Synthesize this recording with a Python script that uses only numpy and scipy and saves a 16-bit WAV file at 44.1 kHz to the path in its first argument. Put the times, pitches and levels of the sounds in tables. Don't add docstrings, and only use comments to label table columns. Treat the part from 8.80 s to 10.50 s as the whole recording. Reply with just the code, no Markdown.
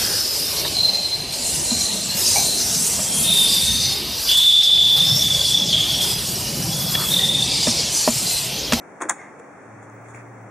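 import sys
import numpy as np
from scipy import signal
from scipy.fft import rfft, irfft
from scipy.io import wavfile
from scipy.ndimage import uniform_filter1d

SR = 44100
rng = np.random.default_rng(int(sys.argv[2]) if len(sys.argv) > 2 else 0)


def generate_wav(sig):
    pcm = np.round(np.clip(np.atleast_2d(sig).T, -1, 1) * 32767).astype(np.int16)
    wavfile.write(sys.argv[1], SR, pcm)


N = 74970

# t/s, build-up/s, low thud/dB, middle knock/dB, bright snap/dB
CONTACTS = [ (0.2024, 0.0048, -31, -33, -51), (0.2106, 0.0011, -33, -23.5, -55),
            (.2160, 0.0011, -27.5, -46, -35), (0.2182, .0012, -35, -23.5, -29),
            (.2210, 0.0022, -31, -22, -33.5), (.2300, 0.0036, -34, -25.5, -41.5),
            (.2380, 0.0034, -28.5, -30, -55), (0.2507, 0.003, -27.5, -31.5, -58),
            (.2600, 0.006, -37.5, -39, -68), (.2700, 0.0022, -34.5, -43, -70),
            (0.2839, 0.0012, -60, -36, -61), (.2870, 0.00058, -45, -28.5, -42),
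            (0.29, 0.0011, -55, -33, -33), (.2943, 0.00024, -38, -18.5, -16),
            (.2970, 0.0004, -45, -19, -16.5), (.3040, 0.0011, -46, -19.5, -36),
            (.3100, 0.0014, -36.5, -26.5, -42), (0.321, 0.0017, -44, -33, -50),
            (.5950, 0.0049, -50, -42.5, -55), (1.026, 0.0016, -39.5, -45, -57),
            (1.0985, .0005, -56, -45, -60), (1.2845, 0.0012, -65, -44.5, -57),
            (1.339, 0.00069, -59, -57, -56), (1.3458, 0.00038, -48, -41.5, -58),
            (1.35, 0.00038, -59, -50, -53.5), (1.359, .001, -56, -54, -55), (1.3720, 0.0013, -56, -55, -59),
            ]
# f/Hz, relative level/dB
SNAP_COLOUR = [(100, -65), (2500, -29), (3300, -6.5), (4300, -15.5), (4900, -29.5), (5600, -9.5), (6700, 0),
               (7900, -2.5), (9100, -6), (10200, -11), (11300, -31.5), (12200, -41), (13500, -56),
               (14600, -34), (15600, -21), (16500, -47)]
CLICK_PAN_DB = 1.5


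def undb(db):
    return 10 ** (np.asarray(db) / 20)


def unit(x):
    return x / np.sqrt(np.sum(x ** 2) + 1e-18)


def on_bins(points):
    hz, value = np.array(points, float).T
    return np.interp(np.log(np.arange(N + 1) * SR / (2 * N) + 1), np.log(hz), value)


def colour(x, points):
    cepstrum = irfft(np.log(undb(on_bins(points))))
    cepstrum[1:N] *= 2
    cepstrum[N + 1:] = 0
    return irfft(rfft(x, 2 * N) * np.exp(rfft(cepstrum)))[:N]


def noise(points):
    return unit(colour(rng.standard_normal(N), points)) * np.sqrt(N)


def convolve(x, response):
    return signal.fftconvolve(x, response)[:len(x)]


def fade(t60):
    return np.exp(-np.log(1000) * np.arange(N) / SR / max(t60, 1e-3))


def wander(per_s):
    hold = int(SR / per_s)
    steps = np.repeat(rng.standard_normal(N // hold + 1), hold)
    smooth = uniform_filter1d(uniform_filter1d(steps, hold), hold)[:N]
    return smooth / smooth.std()


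def stereo(mid, side, pan_db):
    return np.array([mid + side, mid - side]) * undb(np.array([[pan_db], [-pan_db]]) / 2)


def outdoors(level_db=-44):
    # f/Hz, relative level/dB
    wash_colour = [(20, -55), (40, -28.5), (65, -27), (90, -17), (135, -7.5), (175, -4.5), (260, -4.5),
                   (400, -4), (740, -5), (1000, -7.5), (1700, -11.5), (2290, -16.5), (2700, -28),
                   (3400, -36.5), (4900, -38.5), (6000, -31), (7200, -32.5), (9200, -37), (11000, -46.5),
                   (12200, -76), (13500, -69), (14800, -52), (15700, -47), (16500, -60)]
    # f/Hz, side over mid
    widths = [(60, 0.066), (150, 0.25), (400, 0.4), (2000, 0.53), (7000, 0.96), (15000, 1)]
    mid, side = noise(wash_colour), noise(wash_colour)
    side = irfft(rfft(side, 2 * N) * on_bins(widths))[:N]
    return stereo(mid, side, pan_db=1) * undb(level_db)


def high_hiss(start_s=1.087, level_db=-80.5, flutter_db=4):
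    # f/Hz, relative level/dB
    hiss_colour = [(8000, -30), (11500, -8), (12800, -20), (13600, -27), (14800, -15), (15700, 2),
                   (16500, -21)]
    t = np.arange(N) / SR
    hiss = stereo(noise(hiss_colour), noise(hiss_colour), pan_db=0)
    return hiss * (t > start_s) * undb(level_db + flutter_db * wander(per_s=40))


def engine(hum_hz=284.8, hum_db=-55, hum_fade_in_s=0.46):
    # t/s, f/Hz, drone level/dB, rumble level/dB
    course = [(0, 114.2, -72, -70), (0.748, 112.4, -67, -57), (.93, 109.4, -49, -49.5),
              (1.02, 109.3, -51.5, -52.5), (1.18, 112.7, -46.5, -59), (1.25, 115.6, -47, -62),
              (1.32, 116.4, -42.5, -49), (1.5, 117.2, -46, -55.5), (1.7, 110.5, -45, -49.5)]
    # f/Hz, relative level/dB
    rumble_colour = [(40, -39), (75, -9), (100, -4), (135, 8.5), (165, -17.5), (205, 8.5), (260, -10),
                     (600, -52), (3000, -94)]
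    t = np.arange(N) / SR
    at, hz, drone_db, rumble_db = np.array(course).T
    tone = lambda f: np.sqrt(2) * np.sin(2 * np.pi * np.cumsum(f) / SR)
    drone = tone(np.interp(t, at, hz)) * undb(np.interp(t, at, drone_db))
    rumble = noise(rumble_colour) * undb(np.interp(t, at, rumble_db))
    hum = tone(hum_hz * (1 + 0.0059 * wander(per_s=14.52)))
    hum *= undb(hum_db + 0.5 * wander(per_s=9.78))
    return drone + rumble + hum * np.minimum(t / hum_fade_in_s, 1)


def finger_rubs(grain_db=-0.5):
    # middle t/s, length/s, hiss level/dB, scrape level/dB
    rubs = [(0.595, 0.011, -60.5, -60), (1.039, 0.026, -61.5, -75), (1.263, 0.031, -66, -54),
            (1.305, 0.031, -57.5, -78), (1.359, 0.031, -59.5, -50), (1.396, 0.037, -63, -49)]
    # f/Hz, relative level/dB
    scrape_colour = [(200, -22), (1000, -6.5), (1800, -5.5), (2250, -2.5), (2700, -12.5), (3300, -53),
                     (5000, -21), (16000, -78)]
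    t, out = np.arange(N) / SR, 0
    grain = undb(grain_db * wander(per_s=250))
    for column, spectrum in enumerate([SNAP_COLOUR, scrape_colour]):
        touch = sum(undb(db[column]) * np.exp(-2 * ((t - at) / span) ** 2) for at, span, *db in rubs)
        out += stereo(noise(spectrum), noise(spectrum), pan_db=-1) * touch * grain
    return out


def finger_taps(attack_s=0.001):
    # t/s, f/Hz, fade time/s, level/dB
    taps = [(.598, 466, 0.067, -33.5), (1.0985, 6260, .008, -44.5), (1.346, 2320, 0.01, -28)]
    out = 0
    for at, hz, t60, db in taps:
        age = np.maximum(np.arange(N) / SR - at, 0)
        envelope = np.minimum(age / attack_s, 1) * np.exp(-np.log(1000) * age / t60)
        out += undb(db) * envelope * np.sin(2 * np.pi * hz * age)
    return stereo(out, 0, pan_db=1)


def far_walls(click, width=0.2):
    # delay/s, fade time/s, level before the tone filter/dB
    echoes = [(0.084, .3, -18), (.117, .06, -20), (.13, .4, -20)]
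    # f/Hz, gain/dB
    wall_colour = [(200, -1), (1000, -5), (1600, -0.5), (2300, 7.5), (3300, -10), (5500, -5.5), (7500, -26),
                   (11000, -31), (16000, -24)]
    t, mid_side = np.arange(N) / SR, np.zeros((2, N))
    dull = colour(click, wall_colour)
    for channel in mid_side:
        for delay, t60, db in echoes:
            tail = rng.standard_normal(N) * np.interp(t - delay, t, fade(t60), left=0)
            channel += convolve(dull, undb(db) * unit(tail))
    return stereo(mid_side[0], width * mid_side[1], CLICK_PAN_DB / 2)


def near_walls(body, snap, width=0.45):
    # delay/s, fade time/s, body level/dB, snap level/dB
    echoes = [(.006, 0.107, -13.5, -11.5), (0.027, 0.486, -24.5, -24)]
    t, mid_side = np.arange(N) / SR, np.zeros((2, N))
    for column, sound in enumerate([body, snap]):
        for channel in mid_side:
            for delay, t60, *db in echoes:
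                tail = rng.standard_normal(N) * fade(t60) * (t > delay)
                channel += convolve(sound, undb(db[column]) * unit(tail))
    return stereo(mid_side[0], width * mid_side[1], CLICK_PAN_DB / 2)


def ring(tones):
    t = np.arange(N) / SR
    return unit(sum(undb(db) * fade(t60) * np.sin(2 * np.pi * (hz * t + rng.random()))
                    for hz, db, t60 in tones))


def rattle(envelope, smooth_hz=120):
    size = len(envelope)
    bins = rfft(rng.standard_normal(size) * envelope)
    power = uniform_filter1d(np.abs(bins) ** 2, max(1, int(smooth_hz * size / SR)))
    return irfft(bins / np.sqrt(power + 1e-12)) * np.linspace(1, 0, size) ** 2


def strikes(levels_db, spectrum, t60, tones=None, tones_db=0, size=8192):
    response = colour(signal.unit_impulse(N), spectrum)[:size]
    shaped = lambda x: unit(convolve(x, response))
    ringing = ring(tones)[:size] if tones else np.zeros(size)
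    decay = fade(t60)[:size]
    t, out = np.arange(size) / SR, np.zeros((2, N + size))
    for (at, build_s, *_), db in zip(CONTACTS, levels_db):
        start = int(at * SR)
        push = np.minimum(t / build_s, 1) ** 2
        mid, side = (shaped(rattle(push * decay)) for _ in range(2))
        clear = undb(tones_db) * shaped(push * ringing)
        gain = undb(db) * np.sqrt(0.003 * SR)
        out[:, start:start + size] += gain * np.array([unit(mid + clear), side])
    return out[:, :N]


def button(body_width=0.13):
    # f/Hz, relative level/dB
    thud_colour = [(40, -75), (130, -25.5), (220, -8.5), (315, 6), (480, 0), (800, -9), (2000, -86),
                   (16000, -104)]
    knock_colour = [(60, -54), (350, -19.5), (700, -0.5), (1200, 1), (1750, 0), (2300, -5), (2800, -19.5),
                    (3400, -21.5), (4200, -28.5), (9000, -18), (13000, -57)]
    # f/Hz, relative level/dB, fade time/s
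    housing = [(624, 0, 0.049), (709, 1, 0.071), (827, -4, 0.08), (966, -5, 0.074), (1050, 1, 0.094),
               (1175, -1, 0.057), (1276, -1, 0.046), (1354, -3.5, 0.053), (1536, -0.5, 0.059),
               (1628, -1.5, 0.042), (1730, 3.5, 0.039), (2205, -0.5, 0.042)]
    spring = [(6600, -17, 0.032), (6570, 5, .025), (6737, 11, 0.028), (7297, 8.5, 0.035),
              (8100, -10, 0.036), (8530, 4.5, 0.04), (9340, 9, 0.036)]
    # f/Hz, side over mid/dB
    snap_width = [(4000, -13), (7000, -9.5), (9000, -5), (11000, -2), (15000, 6)]
    _, _, thud_db, knock_db, snap_db = np.array(CONTACTS).T
    thud = strikes(thud_db, thud_colour, t60=0.056)
    knock = strikes(knock_db, knock_colour, t60=0.02, tones=housing, tones_db=-2.5)
    snap, snap_side = strikes(snap_db, SNAP_COLOUR, t60=0.014, tones=spring, tones_db=-2)
    body, body_side = thud + knock
    side = body_width * body_side + colour(snap_side, snap_width)
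    direct = stereo(body + snap, side, CLICK_PAN_DB)
    return direct + near_walls(body, snap) + far_walls(body + snap)


def scene():
    return button() + finger_taps() + finger_rubs() + outdoors() + engine() + high_hiss()


def record(dry, top_hz=16200):
    # f/Hz, width/Hz
    dips = [(3000, 545), (4030, 840), (4980, 610)]
    for hz, width in dips:
        dry = signal.lfilter(*signal.iirnotch(hz, hz / width, fs=SR), dry)
    return signal.sosfilt(signal.ellip(10, 0.2, 80, top_hz, fs=SR, output="sos"), dry)


dry = scene()
out = record(dry)
generate_wav(out)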